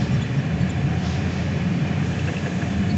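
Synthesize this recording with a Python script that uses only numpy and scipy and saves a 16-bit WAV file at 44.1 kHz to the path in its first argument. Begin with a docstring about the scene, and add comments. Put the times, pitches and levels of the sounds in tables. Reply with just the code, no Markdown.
"""A diesel vehicle gathers speed along a road, heard from on board.
Throughout, the engine's firings hum and clatter over the boom of the cab and the roar of the tyres.
In the first second, bumps thump through the body and loose fittings squeak by stick-slip.
Near 1.1 s a shaken panel drones and air hisses faintly; from 1.7 s more bumps follow.
After 2 s a thinner hiss enters, a loose panel knocks and a latch clicks; last come bumps and a squeak."""
import sys
import numpy as np
from scipy import signal
from scipy.fft import rfft, irfft
from scipy.io import wavfile
from scipy.ndimage import uniform_filter1d

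SR = 44100
rng = np.random.default_rng(int(sys.argv[2]) if len(sys.argv) > 2 else 0)


def persist_wave(psi):
    """Save psi, clipped to +-1, as 16-bit WAV."""
    counts = np.round(np.clip(psi, -1, 1) * 32767).astype(np.int16)
    wavfile.write(sys.argv[1], SR, np.atleast_2d(counts).T)


N = 130977

# Noise spectra. Each row: frequency in Hz, relative density in dB.
HISS_SPECTRUM = [(1500, -22.5), (3200, 9.5), (4200, 6.5), (5500, 6.5), (7000, -2), (8000, -13)]
FIZZ_SPECTRUM = [(3000, -26.5), (5500, -5.5), (6600, 1), (7500, -4.5), (8200, -4.5)]
ROAR_SPECTRUM = [(150, -47.5), (250, -1), (380, -7), (420, -3.5), (506, -10.5), (552, -5.5), (656, -13.5),
                 (715, -8), (802, -14), (1010, -16), (1470, -17), (1720, -15), (2040, -16.5), (2500, -16.5),
                 (3690, -27.5), (6950, -33), (7800, -44.5), (10100, -63), (17200, -120)]
BOOM_SPECTRUM = [(20, -31.5), (44, -20.5), (58, -19), (85, -16), (110, 1.5), (135, -1), (200, 2),
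                 (225, -5.5), (300, -8.5), (400, -23), (800, -46.5)]
ENGINE_RUMBLE_SPECTRUM = [(20, -38.5), (44, -22.5), (58, -20), (78, -2), (98, 2.5), (130, -22), (400, -61)]
# Level curves. Each row: time in seconds, level in dB.
HISS_DB = [(0, -42.5), (.04, -42), (.09, -51), (.5, -68.5), (.96, -67.5), (1.0, -50), (1.06, -40.5),
           (1.15, -42.5), (1.24, -50.5), (1.36, -45), (1.5, -49.5), (1.75, -60), (1.99, -59), (2.06, -52.5),
           (2.25, -52), (2.97, -58.5)]
FIZZ_DB = [(0, -62.5), (2.0, -63), (2.05, -47), (2.55, -46), (2.97, -49.5)]
ROAR_DB = [(0, -34.5), (.55, -35), (.92, -34.5), (1.1, -33.5), (1.6, -34), (2.3, -33.5), (2.97, -35)]
BOOM_DB = [(0, -24.5), (.2, -25), (.3, -28), (.5, -27.5), (.75, -28), (1.05, -26), (1.2, -27), (1.43, -29),
           (1.7, -26.5), (1.93, -27), (2.28, -25.5), (2.38, -29.5), (2.48, -28), (2.8, -28.5),
           (2.97, -24.5)]
DRONE_DB = [(0, -56), (.33, -58), (.42, -42.5), (.88, -42.5), (1.0, -41.5), (1.12, -34.5), (1.25, -47),
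            (1.82, -46), (1.89, -37.5), (1.96, -52), (2.55, -47), (2.7, -42.5), (2.97, -42)]
# Road bumps and squeaks. Each row: start in seconds, length in seconds, pitch in Hz, level in dB.
BUMPS = [(.005, 0.062, 190, -25), (.095, .09, 135.8, -22), (.345, 0.093, 141.7, -23),
         (.595, 0.061, 126.6, -18.5), (.615, 0.058, 181, -21), (.815, 0.093, 141.6, -21.5),
         (1.68, .06, 192.6, -27), (1.8, .07, 144.2, -23.5), (1.985, 0.0758, 136.4, -23),
         (2.705, .08, 194.2, -24.5), (2.76, 0.079, 91.3, -24.5), (2.79, 0.068, 196, -23)]
SQUEAKS = [(.112, .065, 5580, -50), (.109, .05, 7130, -56), (.214, .034, 6950, -47), (.213, .03, 3420, -42),
           (.365, .056, 5530, -53), (.598, .03, 7150, -53), (.603, .04, 4420, -49),
           (.691, .026, 7110, -45.5), (.69, .03, 3480, -45), (2.891, .04, 4410, -42.5)]
# Knocks of a loose panel and clicks of a small latch.
# Each row: start in seconds, then peak levels in dB of the panel's low mode, its middle mode, the latch.
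RATTLES = [(.633, -39, -31.5, -52), (2.153, -49, -32, -46), (2.192, -50, -44, -28.5),
           (2.274, -36, -30, -32), (2.283, -29, -27, -30), (2.292, -41, -31, -36), (2.332, -36, -33, -46),
           (2.367, -39, -43, -26.5), (2.382, -43, -42, -33), (2.46, -28.5, -26, -37),
           (2.467, -36, -34, -42), (2.515, -50, -33, -50), (2.616, -36, -32, -41),
           (2.623, -40, -30.5, -49.5)]
# Two low modes and a middle one of the panel, then the high mode of the latch.
# Each row: frequency in Hz, rise and decay time in seconds.
RATTLE_MODES = [(505, 0.0065), (700, .005), (1670, 0.0023), (2660, 0.0019)]
# Engine-shaken panels. Each row: frequency in Hz, width in Hz, level in dB.
PANEL_MODES = [(433, 27, -48.5), (563, 28, -49), (1610, 23, -55.5), (1700, 34, -49.5), (1777, 19, -51.5),
               (1844, 22, -52.5), (1922, 56, -53.5), (2220, 27, -54.5), (2418, 26, -51), (2567, 69, -54.5),
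               (2977, 45, -54.5), (3460, 20, -56.5), (4005, 35, -61.5)]
DRONE_MODES = [(703.6, 20.7, -1.5), (750, 24, -4.5)]  # one panel; levels relative to DRONE_DB
# Crankshaft speed. Each row: time in seconds, turns per second.
CRANK_HZ = [(0, 25.3), (.45, 26.3), (.72, 27.4), (.95, 27.45), (1.25, 28.45), (1.7, 28.9), (2.25, 29.6),
            (2.5, 29.6), (2.97, 31.3)]
# Firing note. Each row: time in seconds, level in dB, level of its octave in dB.
FIRING_DB = [(0, -36.5, -30), (.22, -35.5, -39), (.33, -43, -33), (.44, -46, -33.5), (.55, -29, -30.5),
             (.75, -32.5, -35), (1.2, -31, -34.5), (1.65, -33, -32), (1.8, -35, -33), (2.15, -31, -31.5),
             (2.4, -33, -36), (2.54, -40.5, -33), (2.8, -30.5, -33), (2.97, -29.5, -36)]
# Weaker engine orders. Each row: multiple of crankshaft speed, level in dB relative to BOOM_DB.
WEAK_ORDERS = [(1.5, -33), (3.5, -15.5), (4, -12), (4.5, -9.5), (5, -6), (6.5, -13), (7, -14), (8.5, -21.5),
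               (9, -22.5), (14, -30)]
FIRINGS_PER_TURN = 3


def amp(db):
    """Decibels to gain."""
    return 10 ** (np.asarray(db) / 20)


def unit_rms(x):
    """Scales to rms 1."""
    return x / np.sqrt(np.mean(x ** 2) + 1e-20)


def curve(points):
    """A (seconds, value) table at every sample."""
    return np.interp(np.arange(N) / SR, *np.transpose(points))


def add(mix, start_s, sound):
    """Mixes a sound in at start_s."""
    part = mix[max(round(start_s * SR), 0):][:len(sound)]
    part += sound[:len(part)]


def drift(rate_hz):
    """Slow random wander; rms 1."""
    lowpass = np.exp(-(np.fft.rfftfreq(N, 1 / SR) / rate_hz) ** 2)
    return unit_rms(irfft(rfft(rng.standard_normal(N)) * lowpass, N))


def ring(x, hz, width_hz):
    """Passes x through one resonance; rms 1."""
    bins_hz = np.fft.rfftfreq(len(x), 1 / SR)
    return unit_rms(irfft(rfft(x) / (1 + 1j * (bins_hz - hz) / width_hz) ** 2, len(x)))


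def noise(spectrum):
    """Steady noise, its spectrum interpolated over log frequency; rms 1."""
    hz, db = np.transpose(spectrum)
    bins_db = np.interp(np.log(np.fft.rfftfreq(N, 1 / SR) + 1), np.log(hz + 1), db)
    return unit_rms(irfft(rfft(rng.standard_normal(N)) * amp(bins_db), N))


def unsteady_note(length_s, hz, width_hz, skew=0.77):
    """A short note that swells and dies; a random walk of phase widens its pitch."""
    progress = np.arange(0, length_s, 1 / SR) / length_s
    steps_rad = rng.standard_normal(SR)[:len(progress)] * np.sqrt(2 * np.pi * width_hz / SR)
    walk_rad = uniform_filter1d(np.cumsum(steps_rad), size=60)
    phase_rad = 2 * np.pi * (hz * length_s * progress + rng.random()) + walk_rad
    return np.sqrt(2) * np.sin(np.pi * progress ** skew) * np.sin(phase_rad)


def air_hiss():
    """Air noise: a hiss and a thinner, higher fizz that come and go."""
    return amp(curve(HISS_DB)) * noise(HISS_SPECTRUM) + amp(curve(FIZZ_DB)) * noise(FIZZ_SPECTRUM)


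def road_roar(patch_db=1, low_cut_hz=254):
    """Broad noise of tyres and engine bay, in shifting patches of time and frequency."""
    frames = signal.stft(noise(ROAR_SPECTRUM), nperseg=512)[2]
    patches = uniform_filter1d(rng.standard_normal(frames.shape), size=8, axis=0)
    patches = unit_rms(uniform_filter1d(patches, size=7, axis=1))
    roar = signal.istft(frames * amp(patch_db * patches), nperseg=512)[1][:N]
    highpass = signal.butter(2, low_cut_hz, "highpass", fs=SR, output="sos")
    return amp(curve(ROAR_DB)) * unit_rms(signal.sosfilt(highpass, roar))


def cab_boom():
    """Low rumble of the body, with a thump at each bump."""
    out = amp(curve(BOOM_DB)) * noise(BOOM_SPECTRUM)
    for start_s, length_s, hz, db in BUMPS:
        add(out, start_s, amp(db) * unsteady_note(length_s, hz, width_hz=4.1))
    return out


def squeak(length_s, hz, grip_db=2.5, scrape_db=-3):
    """Stick-slip: a fitting catches and lets go unevenly, over a dry scrape."""
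    note = unsteady_note(length_s, hz, width_hz=82)
    slips, grit = rng.standard_normal((2, SR // 4))[:, :len(note)]
    grip = unit_rms(amp(grip_db * unit_rms(uniform_filter1d(slips, size=130))))
    scrape = ring(grit, hz, width_hz=390) * np.sin(np.linspace(0, np.pi, len(note)))
    return grip * (note + amp(scrape_db) * scrape)


def struck_mode(hz, decay_s, detune=0.011, grit_db=-9):
    """One heavily damped mode of panel or latch, struck with a gritty contact."""
    t = np.arange(SR // 10) / SR
    pitch_hz = hz * (1 + detune * rng.standard_normal())
    grit = amp(grit_db) * ring(rng.standard_normal(len(t)), hz, width_hz=0.2 * hz)
    envelope = t / decay_s * np.exp(1 - t / decay_s)
    return envelope * (np.sin(2 * np.pi * (pitch_hz * t + rng.random())) + grit)


def loose_fittings(second_mode_db=-3):
    """Squeaks, knocks of a loose panel (low and middle modes) and clicks of a small latch (high mode)."""
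    out = np.zeros(N)
    for start_s, length_s, hz, db in SQUEAKS:
        add(out, start_s, amp(db) * squeak(length_s, hz))
    for start_s, low_db, mid_db, latch_db in RATTLES:
        for (hz, decay_s), db in zip(RATTLE_MODES, [low_db, low_db + second_mode_db, mid_db, latch_db]):
            add(out, start_s, amp(db) * struck_mode(hz, decay_s))
    return out


def engine_clatter(turns, direct_db=-52, band_hz=(1230, 3160), decay_periods=0.31, uneven_db=3):
    """Each firing is a burst of noise, heard directly and through ringing panels."""
    firings = FIRINGS_PER_TURN * turns
    strength = amp(uneven_db * (2 * rng.random(N) - 1))[firings.astype(int)]
    bursts = strength * np.exp(-(firings % 1) / decay_periods) * rng.standard_normal(N)
    bandpass = signal.butter(3, band_hz, "bandpass", fs=SR, output="sos")
    direct = amp(direct_db) * unit_rms(signal.sosfilt(bandpass, bursts))
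    drone = sum(amp(db) * ring(bursts, hz, width_hz) for hz, width_hz, db in DRONE_MODES)
    panels = sum(amp(db) * ring(bursts, hz, width_hz) for hz, width_hz, db in PANEL_MODES)
    return direct + amp(curve(DRONE_DB)) * drone + panels


def engine_hum(turns, rumble_db=-4, waver_db=1.5, waver_hz=4.4, wander_cycles=0.021):
    """The firing note, its octave and weaker crankshaft orders, each wavering, over a deep rumble."""
    levels = np.array(FIRING_DB)
    note_db, octave_db = curve(levels[:, [0, 1]]), curve(levels[:, [0, 2]])
    orders = [(FIRINGS_PER_TURN, note_db), (2 * FIRINGS_PER_TURN, octave_db)]
    orders += [(order, db + curve(BOOM_DB)) for order, db in WEAK_ORDERS]
    out = amp(note_db + rumble_db) * noise(ENGINE_RUMBLE_SPECTRUM)
    for order, db in orders:
        cycles = order * turns + rng.random() + wander_cycles * drift(waver_hz)
        out += amp(db + waver_db * drift(waver_hz)) * np.sqrt(2) * np.sin(2 * np.pi * cycles)
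    return out


def scene():
    """All sources at one point on board; mono."""
    turns = np.cumsum(curve(CRANK_HZ)) / SR
    engine = engine_hum(turns) + engine_clatter(turns)
    return (engine + cab_boom() + road_roar() + air_hiss() + loose_fittings())[None]


def record(dry):
    """Steep low-pass."""
    cutoff_hz = 7900
    taps = signal.firwin(201, cutoff_hz, window=("kaiser", 9), fs=SR)
    return signal.oaconvolve(dry, taps[None], "same")


dry = scene()
out = record(dry)
persist_wave(out)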